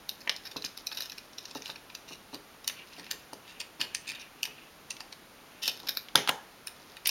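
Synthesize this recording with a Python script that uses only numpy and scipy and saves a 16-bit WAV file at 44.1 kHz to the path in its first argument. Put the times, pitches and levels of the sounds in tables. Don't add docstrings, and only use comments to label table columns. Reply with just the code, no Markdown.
import sys
import numpy as np
from scipy import signal
from scipy.fft import rfft, irfft
from scipy.io import wavfile

SR = 44100
rng = np.random.default_rng(int(sys.argv[2]) if len(sys.argv) > 2 else 0)


def generate_wav(signal):
    frames = np.transpose(np.atleast_2d(signal))
    scaled = np.clip(frames, -1, 1) * 32767
    pcm = np.round(scaled).astype(np.int16)
    wavfile.write(sys.argv[1], SR, pcm)


N = 313102

# start_s, length_s, level_db
FINGER_MOVES = [(0.2, 0.66, -60), (0.76, 0.07, -54), (0.9, 0.39, -53), (1.32, 0.43, -55.5),
                (2.85, 0.42, -56.5), (5.65, 0.42, -53.5), (6.75, 0.25, -58)]
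# time_s, share (0 loose, 1 firm)
BLADE_GRIP = [(0, 0.26), (1.8, 0.47), (2.6, 0.73), (5.2, 0.72), (5.65, 0.53), (6, 0.12), (6.7, 0.68)]
# pitch_hz, width_hz, level_db
BLADE_TONES = [(1685, 450, -3.5), (2537, 85, 2.5), (3860, 230, 5), (4344, 580, 1.5), (5100, 210, 3),
               (5580, 270, -0.5), (10900, 2200, -9), (13100, 1050, -1.5)]


def undb(db):
    return 10 ** (np.asarray(db) / 20)


def unit(x):
    return x / np.sqrt(np.mean(x ** 2))


def add(out, s, x):
    i = int(s * SR)
    out[i:i + len(x)] += x[:max(len(out) - i, 0)]


def band(x, hz, kind, order=4):
    return signal.sosfilt(signal.butter(order, hz, kind, fs=SR, output="sos"), x)


def ring(x, tones, scatter_db=0, detune=0):
    out = 0
    for k, (hz, width, db) in enumerate(tones):
        level_luck, pitch_luck = rng.standard_normal(2)
        resonance = signal.iirpeak(hz * (1 + detune * pitch_luck), hz / width, fs=SR)
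        out = out + (-1) ** k * undb(db + scatter_db * level_luck) * signal.lfilter(*resonance, x)
    return out


def balance(x, length_s, db, body_db, tick_db):
    parts = [(band(x, 3000, "low"), body_db),
             (band(x, [3000, 7800], "band"), 0),
             (band(x, 8200, "high"), tick_db)]
    return sum(undb(db + extra) * p * np.sqrt(length_s * SR / np.sum(p ** 2)) for p, extra in parts)


def slips(count, per_s, spread_db):
    when, size, sign = rng.random((3, count))
    strength = undb(-spread_db * np.log(size * .98 + .02))
    return (when < per_s / SR) * strength * np.sign(sign - .5)


def blow(crush_s, crush):
    t = np.arange(2048) / SR
    push = crush * rng.standard_normal(len(t)) * np.exp(-t / crush_s)
    push[0] += 1
    return push


def strokes(moves):
    swell_share, release_share = 0.072, 0.23
    t, gain = np.arange(N) / SR, np.zeros(N)
    for s, length_s, db in moves:
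        progress = (t - s) / length_s
        gain += undb(db) * np.clip(np.minimum(progress / swell_share, (1 - progress) / release_share), 0, 1)
    return gain


def room_noise():
    # pitch_hz, level_db
    noise_colour = [(15, -24), (25, 1.5), (66, -7), (236, -0.5), (363, -2.5), (516, -3), (988, -4.5),
                    (1330, -4.5), (1650, -7), (2690, -9), (4250, -12), (5000, -13.5), (7920, -15.5),
                    (12200, -17.5), (16000, -24)]
    hz, db = np.transpose(noise_colour)
    pitches = np.maximum(np.arange(N // 2 + 1) * SR / N, 1)
    gain = undb(np.interp(np.log(pitches), np.log(hz), db))
    return undb(-53.5) * unit(irfft(rfft(rng.standard_normal(N)) * gain, N))


def room_echo(x):
    # top_hz, fade_s (time to fall 60 dB), level_db
    echo_bands = [(530, 0.25, -13), (888, 0.32, -21), (2300, 0.34, -18), (3960, 0.35, -22),
                  (7700, 0.31, -19), (15200, 0.26, -13)]
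    t = np.arange(int(.7 * SR)) / SR
    onset = 1 - np.exp(-t / 0.00054)
    response, low_hz = np.zeros(len(t)), 120
    for top_hz, fade_s, db in echo_bands:
        noise = band(rng.standard_normal(len(t)), [low_hz, top_hz], "band")
        tail = noise * np.exp(-np.log(1000) * t / fade_s) * onset
        response += undb(db) * tail / np.sqrt(np.sum(tail ** 2))
        low_hz = top_hz
    for delay_s, gain in [(.0034, 0.074), (.0205, 0.13)]:
        response[int(delay_s * SR)] += gain
    return signal.fftconvolve(x, response)[:N]


def desk_ring(x):
    # pitch_hz, width_hz, level_db
    desk_tones = [(144.6, 4.6, 6), (187.3, 7.2, 16.5), (291.5, 13.4, 5.5), (395, 8, 4), (1290, 5.9, -25),
                  (1360, 6.4, -24)]
    return undb(-5.0) * ring(x, desk_tones)


def finger_rustle():
    rustle = band(slips(N, per_s=1000, spread_db=6), [3200, 6200], "band", order=2)
    return undb(-4.0) * unit(rustle * catching()) * strokes(FINGER_MOVES)


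def catching():
    return undb(3 * unit(band(rng.standard_normal(N), 22, "low", order=2)))


def thread_rasp():
    # start_s, length_s, level_db
    turns = [(2.74, 0.11, -44), (2.89, 0.37, -49), (3.44, 0.24, -52), (3.8, 0.2, -52), (4.03, 0.27, -45.5),
             (4.36, 0.37, -52), (5.5, 0.18, -52.5)]
    tones = [(1700, 350, -3), (2420, 160, 5.5), (2790, 245, 6.0), (4320, 1400, -10)]
    rasp = ring(slips(N, per_s=750, spread_db=0) * catching(), tones)
    return undb(-7.0) * unit(rasp) * strokes(turns)


def blade_rattle():
    ticks = signal.fftconvolve(slips(N, per_s=33, spread_db=5), blow(crush_s=0.0015, crush=0.53))[:N]
    sound = ring(ticks, BLADE_TONES) + 0.12 * band(ticks, 2500, "high", order=2)
    return undb(-3.5) * unit(sound) * strokes(FINGER_MOVES)


def desk_bumps():
    # start_s, length_s,
    # level_db
    landings = [(0.271, 0.0044, -43.5), (0.561, 0.0068, -37), (0.642, 0.013, -48.5), (1.554, 0.012, -39),
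                (1.694, 0.016, -48), (2.109, 0.011, -47), (2.331, 0.033, -47), (2.981, 0.035, -52.5),
                (3.13, 0.055, -58), (3.3308, 0.0042, -38), (3.794, 0.067, -52), (4.476, 0.02, -53.5),
                (5.833, 0.044, -53), (6.153, 0.0099, -27), (6.177, 0.034, -39.5), (6.2903, 0.0039, -28.5)]
    # pitch_hz, width_hz, level_db
    resting_tones = [(186, 370, -5), (418, 267, 1.5), (580, 140, 0.5), (930, 470, -2)]
    out = np.zeros(N)
    for s, length_s, db in landings:
        count = int(length_s * SR)
        force = 0.055 * rng.standard_normal(count) * np.linspace(1, .4, count)
        force[0] += 1
        db_per_octave = 0.5 * np.log2(0.016 * SR / count)
        tones = [(hz, width, level + db_per_octave * np.log2(hz / 400))
                 for hz, width, level in resting_tones]
        thud = band(ring(np.pad(force, (0, 2048)), tones), 1350, "low")
        add(out, s, undb(db) * thud * np.sqrt(count / np.sum(thud ** 2)))
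    return undb(0.5) * band(out, 93, "high", order=2)


def strikes(hits, tones, crush_s, crush, crack):
    out = np.zeros(N)
    for s, db, body_db, tick_db in hits:
        push = blow(crush_s, crush)
        ringing = ring(push, tones, scatter_db=2.0, detune=0.0075)
        sound = ringing + crack * band(push, 700, "high", order=2)
        add(out, s, balance(sound, 0.0044, db, body_db, tick_db))
    return out


def plastic_snaps():
    # start_s, level_db, body_db, tick_db
    snaps = [(0.2752, -47, 15.5, -11), (0.2948, -24.5, -6, -24), (0.6423, -50.5, 9, -2),
             (2.6974, -46, 7, -21), (3.0656, -52.5, 2.5, -15), (4.967, -48.5, -5, -21),
             (6.0854, -49, -0.5, -21), (7.0578, -29.5, -8, -17), (7.073, -38, -9, 16)]
    # pitch_hz, width_hz, level_db
    shell_tones = [(1000, 180, -30), (1570, 420, -7), (2600, 2400, 10), (3640, 98, 7.5),
                   (4220, 3100, -12.5), (6800, 1300, 2.5), (11700, 4800, 3)]
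    return undb(3.0) * strikes(snaps, shell_tones, crush_s=0.0033, crush=0.19, crack=0.047)


def desk_knocks(widen):
    # start_s, level_db, body_db, tick_db
    part_hits = [(6.1561, -10.5, -4, -7.5)]
    tool_hits = [(6.275, -29.5, 2.7, -9), (6.2853, -32.5, 5, -12), (6.2914, -22.5, 3.8, -4.5)]
    # pitch_hz, width_hz, level_db
    part_tones = [(1350, 310, 11), (1600, 530, 2.5), (1750, 360, -9), (3510, 510, 7.5), (4850, 430, 6),
                  (4980, 98, 9), (6140, 350, 3), (10450, 340, -3), (12000, 880, -25)]
    handle_tones = [(794, 260, -5), (1260, 320, 3), (2230, 670, -1), (2850, 660, 2), (4000, 1800, -4),
                    (5860, 3900, -8), (9600, 1400, -10), (13600, 1400, -12)]
    blur = np.array([1, widen, 1])
    part = strikes(part_hits, blur * part_tones, crush_s=0.00082, crush=0.067, crack=0.037 * widen)
    tool = strikes(tool_hits, blur * handle_tones, crush_s=0.0028, crush=0.27, crack=0.072 * widen)
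    return part + tool


def screw_contact(push, s):
    # pitch_hz, width_hz, level_db
    housing_tones = [(967, 173, -12), (1808, 230, -1), (2490, 140, 3), (2844, 178, 0.5), (3720, 146, 0.5),
                     (3990, 360, 1), (4680, 470, 3.5), (5710, 470, 2), (6085, 970, -2.5), (8900, 1370, -3),
                     (10500, 3100, -28.5)]
    grip = np.interp(s, *np.transpose(BLADE_GRIP))
    housing = ring(push, housing_tones, scatter_db=4.5, detune=0.032)
    blade = ring(push, BLADE_TONES, scatter_db=1, detune=0.022)
    crack = signal.lfilter([1, -1], [1, -np.exp(-2 * np.pi * 1200 / SR)], push)
    return grip * housing + (1 - grip) * blade + 0.062 * undb(-6 * grip) * crack


def slide(s, length_s, db, body_db, tick_db):
    count = int(length_s * SR)
    push = slips(count, per_s=2500, spread_db=5.5) * signal.windows.tukey(count, .4)
    return balance(screw_contact(np.pad(push, (0, count)), s), length_s, db, body_db, tick_db)


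def blade_scrapes():
    # start_s, length_s, level_db
    scrapes = [(0.203, 0.018, -48), (0.445, 0.035, -43), (0.51, 0.015, -45.5), (0.56, 0.028, -43.5),
               (0.639, 0.03, -41.5), (0.909, 0.025, -41.5), (0.968, 0.023, -37), (1.001, 0.075, -46.5),
               (1.545, 0.038, -45), (1.645, 0.092, -48), (2.073, 0.091, -49.5), (2.324, 0.037, -49.5),
               (2.975, 0.038, -49.5), (3.46, 0.08, -56), (3.599, 0.02, -39.5), (3.793, 0.063, -40),
               (4.066, 0.049, -41), (4.147, 0.013, -45), (4.191, 0.033, -48.5), (5.613, 0.098, -35.5),
               (5.867, 0.012, -37.5), (5.883, 0.014, -31), (7.047, 0.057, -37.5)]
    out = np.zeros(N)
    for s, length_s, db in scrapes:
        grip = np.interp(s, *np.transpose(BLADE_GRIP))
        add(out, s, slide(s, length_s, db, body_db=-10 + 11 * grip, tick_db=-11))
    return undb(-1.5) * out


def blade_clicks():
    # start_s, level_db, body_db
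    clicks = [(0.092, -28.5, -14.5), (0.3636, -36.5, -21), (0.4724, -46, -7), (0.5665, -33, -17),
              (0.622, -37, -18), (0.6481, -30, -20), (0.66, -36, -17), (0.785, -47, -12),
              (0.8692, -28, -18), (0.9166, -48.5, 10.5), (0.948, -42, -17), (0.9752, -40, -10),
              (1.0055, -32, -9), (1.0215, -35, -10), (1.098, -38.5, -11), (1.1197, -39.5, -5.5),
              (1.1818, -39, -6.5), (1.332, -50, -12), (1.3835, -34.5, -11.5), (1.4544, -38.5, -9),
              (1.5115, -42, -7), (1.621, -40, -9), (1.658, -38, -6), (1.6996, -42.5, 4.5),
              (1.7585, -45.5, 3), (1.9002, -53, 8), (1.9505, -36, -9), (2.3447, -39, -8), (2.644, -44, -7),
              (2.677, -24, -16), (3.112, -29.5, -4.5), (3.333, -43, -8), (3.6025, -34.5, -6),
              (3.8133, -27.5, 0.5), (3.948, -25, -8.5), (4.0907, -37, -6), (4.118, -40.5, -4),
              (4.4307, -26, -6), (4.454, -34, -5), (4.9067, -31, -8), (5.0055, -38.5, -1.5),
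              (5.1263, -42, -1.5), (5.6316, -34.5, -23), (5.678, -24, -4.5), (5.8, -45.5, -3),
              (5.8909, -27, -14.5), (5.971, -27.5, -7), (6.6718, -36, -3), (6.9684, -50.5, 7.5),
              (7.0703, -27.5, -4.5), (7.0915, -23, -7.5)]
    # time_s, tick_db
    brightness = [(0.09, -7), (0.5, -23), (1.0, -7.5), (1.5, -22), (2.0, -11), (3.3, -1), (3.85, -11),
                  (4.4, -6.5), (5.05, -12.5), (6.7, 1.5), (7.1, -7)]
    out, count = np.zeros(N), int(0.0089 * SR)
    for (s, db, body_db), luck in zip(clicks, rng.standard_normal(len(clicks))):
        tick_db = np.interp(s, *np.transpose(brightness))
        grind_gain = 0.078 * undb(-2 * max(db + 29.5, 0))
        grind = grind_gain * rng.standard_normal(count) * np.linspace(0, 1, count) ** 2
        push = np.concatenate([grind, blow(crush_s=0.0015, crush=0.28)])
        add(out, s - count / SR, balance(screw_contact(push, s), 0.0052, db, body_db, tick_db))
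        bounce = screw_contact(blow(crush_s=0.0013, crush=0.21), s)
        delay_s = 0.0067 * np.exp(0.25 * luck)
        add(out, s + delay_s, balance(bounce, 0.0047, db - 11, body_db, tick_db))
        skid = slide(s, 0.016, db - 18, body_db, tick_db)
        add(out, s - 0.003, skid)
    return undb(-0.5) * out


def scene():
    handling = plastic_snaps() + blade_clicks() + blade_scrapes()
    handling += blade_rattle() + thread_rasp() + finger_rustle()
    thuds = desk_bumps()
    direct = handling + thuds + undb(-1.0) * desk_knocks(widen=1)
    to_walls = handling + undb(-4.5) * thuds + undb(-2.0) * desk_knocks(widen=3.47)
    return (direct + room_echo(to_walls) + desk_ring(direct) + room_noise())[None]


def record(dry):
    rounded = band(0.78 * np.tanh(dry / 0.8), 32, "high", order=2)
    notched = signal.lfilter(*signal.iirnotch(7900, 4, fs=SR), rounded)
    return signal.sosfilt(signal.ellip(10, .2, 80, 16100, fs=SR, output="sos"), notched)


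dry = scene()
out = record(dry)
generate_wav(out)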